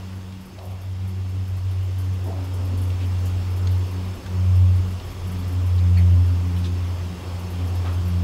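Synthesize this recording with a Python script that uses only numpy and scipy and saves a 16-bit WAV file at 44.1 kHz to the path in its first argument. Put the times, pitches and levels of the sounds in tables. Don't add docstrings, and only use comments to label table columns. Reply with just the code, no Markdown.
import sys
import numpy as np
from scipy import signal
from scipy.io import wavfile
from scipy.ndimage import uniform_filter1d

SR = 44100
rng = np.random.default_rng(int(sys.argv[2]) if len(sys.argv) > 2 else 0)


def generate_wav(signal):
    frames = np.transpose(np.atleast_2d(signal))
    scaled = np.clip(frames, -1, 1) * 32767
    pcm = np.round(scaled).astype(np.int16)
    wavfile.write(sys.argv[1], SR, pcm)


def volts_from_db(level):
    exponent = np.asarray(level, float) / 20
    return 10 ** exponent


N = 363119
T = np.arange(N) / SR
EDGE_HZ = 15715


def evened(x):
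    return x / np.sqrt(np.mean(x ** 2) + 1e-20)


def curve(rows, t, column=1):
    rows = np.array(rows)
    return np.interp(t, rows[:, 0], rows[:, column])


def read(points, hz):
    f, value = np.transpose(points)
    return np.interp(np.log(hz + 1), np.log(f + 1), value)


def add(mix, s, sound):
    part = mix[round(s * SR):][:len(sound)]
    part += sound[:len(part)]


def resonate(x, hz, width):
    turn = np.exp(2j * np.pi * hz * np.arange(len(x)) / SR)
    r = np.exp(-np.pi * width / SR)
    slow = signal.lfilter([1 - r], [1, -r], x / turn)
    return 2 * (turn * slow).real


def wander(top_hz):
    rates, starts = np.geomspace(top_hz / 8, top_hz, num=16), rng.random(16)
    coarse = T[::64]
    sines = np.sin(2 * np.pi * (rates * coarse[:, None] + starts))
    return np.interp(T, coarse, evened(sines.sum(axis=1)))


def noise(colour, band, patchy_db, size):
    frames, hz = 4 * N // size + 5, np.fft.rfftfreq(size, 1 / SR)
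    a, b, patches = rng.standard_normal((frames, len(hz), 3)).T
    patches = uniform_filter1d(patches, size=12, axis=0)
    patches = evened(uniform_filter1d(patches, size=10, axis=1))
    gain = volts_from_db(read(colour, hz))
    spectra = (a + 1j * b) * gain[:, None] * volts_from_db(patchy_db * patches)
    x = signal.istft(spectra, nperseg=size, noverlap=3 * size // 4)[1]
    inside = (hz > band[0]) & (hz < band[1])
    share = np.sum(gain[inside] ** 2) / np.sum(gain ** 2)
    return evened(x[:N]) / np.sqrt(share)


def whistle(hz, width):
    coarse = T[::32]
    r = np.exp(-np.pi * width * 32 / SR)
    slow = signal.lfilter([1], [1, -2 * r, r * r], rng.standard_normal((len(coarse), 2)), axis=0)
    turn = 2 * np.pi * hz * T
    real, imaginary = np.interp(T, coarse, slow[:, 0]), np.interp(T, coarse, slow[:, 1])
    return evened(real * np.cos(turn) + imaginary * np.sin(turn))


# t/s, level/dB
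FIRST_LEVEL = [(0.0, -34.5), (0.7, -31.5), (0.96, -26), (1.5, -26.5), (1.74, -22.5), (2.06, -23),
               (2.45, -27.5), (2.79, -21), (3.4, -22), (3.71, -17), (4.03, -21), (4.61, -11.5),
               (5.3, -28.5), (5.8, -16), (6.14, -12.5), (6.38, -20), (7.3, -26), (8.23, -20.5)]
# t/s, half width/s, depth/dB
EDDIES = [(.85, 0.036, -4.5), (1.95, 0.042, -2), (2.98, 0.041, -3), (3.47, 0.052, -4), (3.6, .05, -3.5),
          (3.89, 0.053, -7.5), (4.9, 0.11, -7.5), (5.02, 0.026, -15), (5.39, .05, -3.5), (7.45, 0.094, -5)]
# t/s, half width/s
NULLS = [(.49, 0.15), (4.22, 0.3), (5.12, 0.12), (7.16, 0.12)]


def first_tone():
    dimmed_db = sum(db * np.exp(-((T - s) / half) ** 2) for s, half, db in EDDIES)
    gain = volts_from_db(curve(FIRST_LEVEL, T) + dimmed_db)
    return gain * np.prod([np.tanh((T - s) / half) for s, half in NULLS], axis=0)


def swells(rows):
    valley_db, pointedness = -58, 1.43
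    s, half, db = np.transpose(rows)
    coarse = T[::64, None]
    lobes = np.cos(np.pi / 2 * np.clip((coarse - s) / half, -1, 1)) ** 2
    gain = volts_from_db(valley_db) + (volts_from_db(db) * lobes ** (pointedness / 2)).sum(axis=1)
    return np.interp(T, coarse[:, 0], gain)


# t/s, f/Hz
BLADE_RATE = [(0.0, 93.74), (1.03, 93.95), (2.06, 93.13), (3.09, 91.23), (4.12, 91.97), (5.15, 90.97),
              (6.18, 88.9), (7.21, 88.9), (8.24, 88.24)]
# middle t/s, half length/s, top level/dB
SECOND_SWELLS = [(.11, 0.17, -41.5), (.39, 0.22, -40.5), (.76, 0.19, -49), (1.07, 0.19, -41.5),
                 (1.4, .25, -43.5), (1.75, 0.085, -62), (2.12, 0.11, -41.5), (2.33, .2, -51),
                 (2.87, 0.075, -48), (3.32, .27, -43.5), (3.66, 0.15, -40.5), (4.01, 0.17, -37),
                 (4.42, 0.2, -35.5), (4.67, 0.12, -36), (4.88, .14, -37), (5.36, 0.16, -36),
                 (5.56, 0.098, -42.5), (6.0, 0.31, -31), (6.57, 0.26, -33), (6.87, .06, -43),
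                 (7.1, 0.12, -37), (7.5, 0.35, -39), (7.87, 0.067, -37), (8.17, 0.24, -31.5)]
# middle t/s, half length/s, top level/dB
THIRD_SWELLS = [(1.36, 0.1, -55), (2.04, 0.075, -48.5), (2.44, .15, -45.5), (2.72, 0.22, -43),
                (3.04, 0.099, -45.5), (3.36, 0.18, -47.5), (3.74, 0.11, -47), (3.97, 0.1, -42.5),
                (4.64, 0.12, -52), (4.89, 0.073, -53), (5.39, 0.071, -44.5), (5.59, 0.12, -42),
                (5.9, 0.15, -52), (6.2, 0.11, -41), (6.33, 0.056, -39), (6.48, 0.087, -41),
                (6.71, 0.13, -41), (7.6, .14, -42), (7.92, .13, -43), (8.2, 0.1, -44)]


def propeller():
    wobble_rad, flutter_db, fourth_db = .09, .5, -55
    turns = 2 * np.pi * np.cumsum(curve(BLADE_RATE, T)) / SR
    fourth = volts_from_db(fourth_db + curve(OPENING, T)) * wander(3.0)
    gains = [first_tone(), swells(SECOND_SWELLS), swells(THIRD_SWELLS), fourth]
    out = np.zeros(N)
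    for k, gain in enumerate(gains, 1):
        gain = uniform_filter1d(uniform_filter1d(gain, size=1300), size=1300)
        tremble_db = (k - .5) * flutter_db * wander(14.0)
        phase = k * turns + (k ** 2.01 - .7) * wobble_rad * wander(8.0)
        out += gain * volts_from_db(tremble_db) * np.sqrt(2) * np.sin(phase)
    return out


# t/s, peak level/dB, low mode f/Hz, high mode f/Hz, t60/s
TAPS = [
    (0.324, -39, 2360, 2750, .014),
    (0.588, -38, 3120, 3870, .014),
    (2.903, -37, 2750, 3400, 0.021),
    (3.672, -31.5, 4330, 6560, 0.02),
    (4.2622, -32.5, 1560, 3420, 0.02),
    (4.9995, -37, 3000, 3630, 0.014),
]
# t/s,
# level/dB, centre f/Hz, width/Hz, length/s
BRUSHES = [(0.123, -49.5, 1600, 1800, .03), (0.572, -44, 640, 220, 0.15), (0.602, -49.5, 597, 400, 0.35),
           (2.255, -51, 900, 500, 0.067), (2.255, -40, 656, 300, 0.18), (2.246, -39, 348.6, 200, 0.14),
           (2.25, -50, 690, 800, 0.64), (7.6, -47.5, 700, 700, 0.61), (2.499, -44.5, 232.5, 25, 0.77),
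           (2.546, -46.5, 450, 300, 0.38), (7.15, -48.5, 780, 600, 0.45), (3.252, -50.5, 6800, 1500, .045),
           (2.997, -48.5, 2500, 2500, 0.084), (5.777, -47, 3600, 2000, 0.035),
           (5.961, -43.5, 4350, 200, 0.043), (5.966, -42.5, 2070, 900, 0.062),
           (6.563, -47, 3200, 1200, .03), (6.64, -41, 3500, 2400, 0.048), (7.144, -53, 3500, 2500, .04),
           (7.68, -55, 2516, 2500, .06), (7.842, -40.5, 1090, 800, 0.1), (7.845, -40, 586, 400, 0.087),
           (7.849, -46, 2500, 2500, 0.08)]


def hands():
    out, t = np.zeros(N), T[:SR]
    for s, db, low_hz, high_hz, t60 in TAPS:
        ring = np.sin(2 * np.pi * low_hz * t) + 0.69 * np.sin(2 * np.pi * high_hz * t)
        crack = rng.standard_normal(len(t)) * np.exp(-t / 0.0046)
        crack = resonate(resonate(crack, 3000, 3500), 3000, 3500)
        attack = np.minimum(t / 0.00059, 1)
        add(out, s, volts_from_db(db) * attack * (volts_from_db(-60 * t / t60) * ring + crack))
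    for s, db, hz, width, length in BRUSHES:
        grains = rng.standard_normal(len(t)) * (0.42 + (rng.random(len(t)) < .03))
        rub = resonate(resonate(grains, hz, width), hz, width)
        stroke = np.sin(np.pi * np.minimum(t / length, 1) ** .55)
        add(out, s, volts_from_db(db) * evened(rub) * stroke)
    return out


# t/s, peak level/dB, ring f/Hz
LOUD_RASPS = [(1.0755, -39, 11600), (1.983, -34, 10960), (2.24, -39, 11800), (2.5371, -36.5, 9520),
              (2.6494, -38, 12580), (2.7731, -36, 9600), (2.816, -35, 10200), (3.253, -34, 12700),
              (3.563, -38, 11300), (3.711, -37, 13960), (3.9095, -40, 10300), (4.555, -40, 10800),
              (4.9077, -41, 10300), (5.0494, -39, 11000), (5.1038, -39, 12100), (5.27, -37, 10800),
              (5.3148, -37, 10200), (5.3877, -38, 11200), (5.477, -36.5, 12600), (5.5243, -40, 12300),
              (5.6625, -37, 11400), (5.9778, -37, 12460), (6.2582, -41, 10630), (6.5605, -40, 12000),
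              (6.5819, -40, 9060), (7.3927, -40, 12600), (7.5018, -37, 11500), (7.7503, -38, 11500),
              (7.9269, -38, 13900), (8.077, -38, 11400)]
# t/s, peak level/dB
FAINT_RASPS = [(.1521, -45), (.4105, -44), (.453, -43), (.6255, -44), (.6504, -41), (.708, -44), (.814, -41),
               (1.289, -44), (1.4782, -43), (1.5658, -41), (1.7095, -42), (1.829, -42), (2.0413, -44),
               (2.133, -45), (2.2653, -43), (2.4396, -39), (2.878, -43), (3.059, -42), (3.5024, -41),
               (3.777, -42), (3.866, -43), (4.0512, -46), (4.149, -43), (4.7566, -41), (4.8723, -46),
               (5.7473, -44), (6.4687, -44), (7.6507, -45), (7.6705, -43), (8.0516, -41)]
# f/Hz, level/dB
RASP_COLOUR = [(4000, -30), (6500, -9), (8200, -7), (10000, -3), (12500, -.5), (14300, -5), (16000, -12)]


def rasps():
    faint_ring_hz = 12000
    scrape = noise(RASP_COLOUR, (8000, 15500), patchy_db=1.0, size=256)
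    out, t = np.zeros(N), T[:SR // 8]
    rows = LOUD_RASPS + [(s, db, faint_ring_hz) for s, db in FAINT_RASPS]
    spread = rng.uniform(.75, 1.15, (len(rows), 2))
    for (s, db, hz), others in zip(rows, spread):
        length = 0.028 + .0006 * (db + 43)
        piece = scrape[round(s * SR):][:len(t)]
        shape = np.minimum(t / 0.001, 1) * np.exp(-(t / length) ** 1.5)
        shape = shape[:len(piece)]
        rings = sum(evened(resonate(piece, min(hz * k, EDGE_HZ), 60)) for k in (1, *others))
        add(out, s, volts_from_db(db - 16.0) * shape * (piece + 0.22 * rings))
    return out


# t/s, f/Hz, level/dB
SQUEAK = [
    (7.28, 13400, -80),
    (7.3, 13550, -69),
    (7.34, 14000, -68),
    (7.39, 13900, -68),
    (7.43, 13500, -78),
]


def squeak():
    on = (T > SQUEAK[0][0]) & (T < SQUEAK[-1][0])
    turns = np.cumsum(curve(SQUEAK, T) + 60 * wander(60.0)) / SR
    level_db = curve(SQUEAK, T, column=2) + 3.0 * wander(40.0)
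    return on * volts_from_db(level_db) * np.sin(2 * np.pi * turns)


# t/s, level/dB
OPENING = [(0.0, -4), (0.48, -6.5), (0.95, -6), (2.25, -2.5), (3.25, 0.3), (5.5, -0.17), (7.6, 1),
           (8.23, 0.8)]
# f/Hz, level/dB
ROAR = [(90, -42), (150, -1), (240, -1.5), (300, -5), (370, -4), (520, -8), (800, -12), (1150, -12.5),
        (1400, -19.5), (2500, -52)]
# f/Hz, level/dB
RUMBLE = [(15, -28), (25, -1), (36, -3.5), (50, 2.5), (75, -5.5), (90, 9.5), (108, -0.5), (135, -5.5),
          (170, -10.5), (300, -72)]
# f/Hz, width/Hz, level/dB
MOTOR = [
    (100, 1.2, -46),
    (69.5, 7.4, -49),
]
# f/Hz, level/dB
HISS = [(300, -12), (900, 1), (1700, -1), (3300, -0.5), (4000, -6), (5000, -7), (6000, -9), (7500, -11),
        (9000, -15.5), (11500, -15), (14500, -17.5), (15800, -18)]
CRICKET_HZ = [1130, 2750, 4310, 4490, 4545, 4630, 5140, 5190, 5243, 5440, 6343, 6860, 7450, 7760, 8350,
              10050, 10320, 15300, 15680]
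# width/Hz, level over the hiss/dB
CRICKETS = [(40, -17), (40, -14), (45, -24), (40, -17), (30, -21), (40, -17.5), (60, -17), (35, -17.5),
            (40, -13.5), (45, -21.5), (40, -17), (90, -23), (60, -27), (160, -23), (250, -25), (150, -27),
            (120, -25), (130, -30), (140, -27)]


def garden():
    near_db = curve(OPENING, T)
    roar = volts_from_db(-44 + 1.18 * near_db) * noise(ROAR, (300, 1300), patchy_db=.9, size=4096)
    rumble = volts_from_db(-44.5 + 1.2 * near_db) * noise(RUMBLE, (25, 62), patchy_db=3.0, size=8192)
    motor = sum(volts_from_db(db) * (whistle(hz, width) + np.sin(2 * np.pi * hz * T)) for hz, width, db in MOTOR)
    hiss = noise(HISS, (1500, 4000), patchy_db=1.17, size=1024)
    crickets = sum(volts_from_db(db) * whistle(hz, width) for hz, (width, db) in zip(CRICKET_HZ, CRICKETS))
    return roar + rumble + motor + volts_from_db(-49.5 + 0.83 * near_db) * (hiss + crickets)


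def scene():
    return (propeller() + hands() + rasps() + squeak() + garden())[None]


def low_pass(x):
    return signal.sosfilt(signal.butter(12, 15890, fs=SR, output="sos"), x)


def record(dry):
    lowpass = signal.firwin(1023, EDGE_HZ, window=("kaiser", 9), fs=SR)
    limited = signal.oaconvolve(dry, lowpass[None], "same")
    return low_pass(limited)


dry = scene()
out = record(dry)
generate_wav(out)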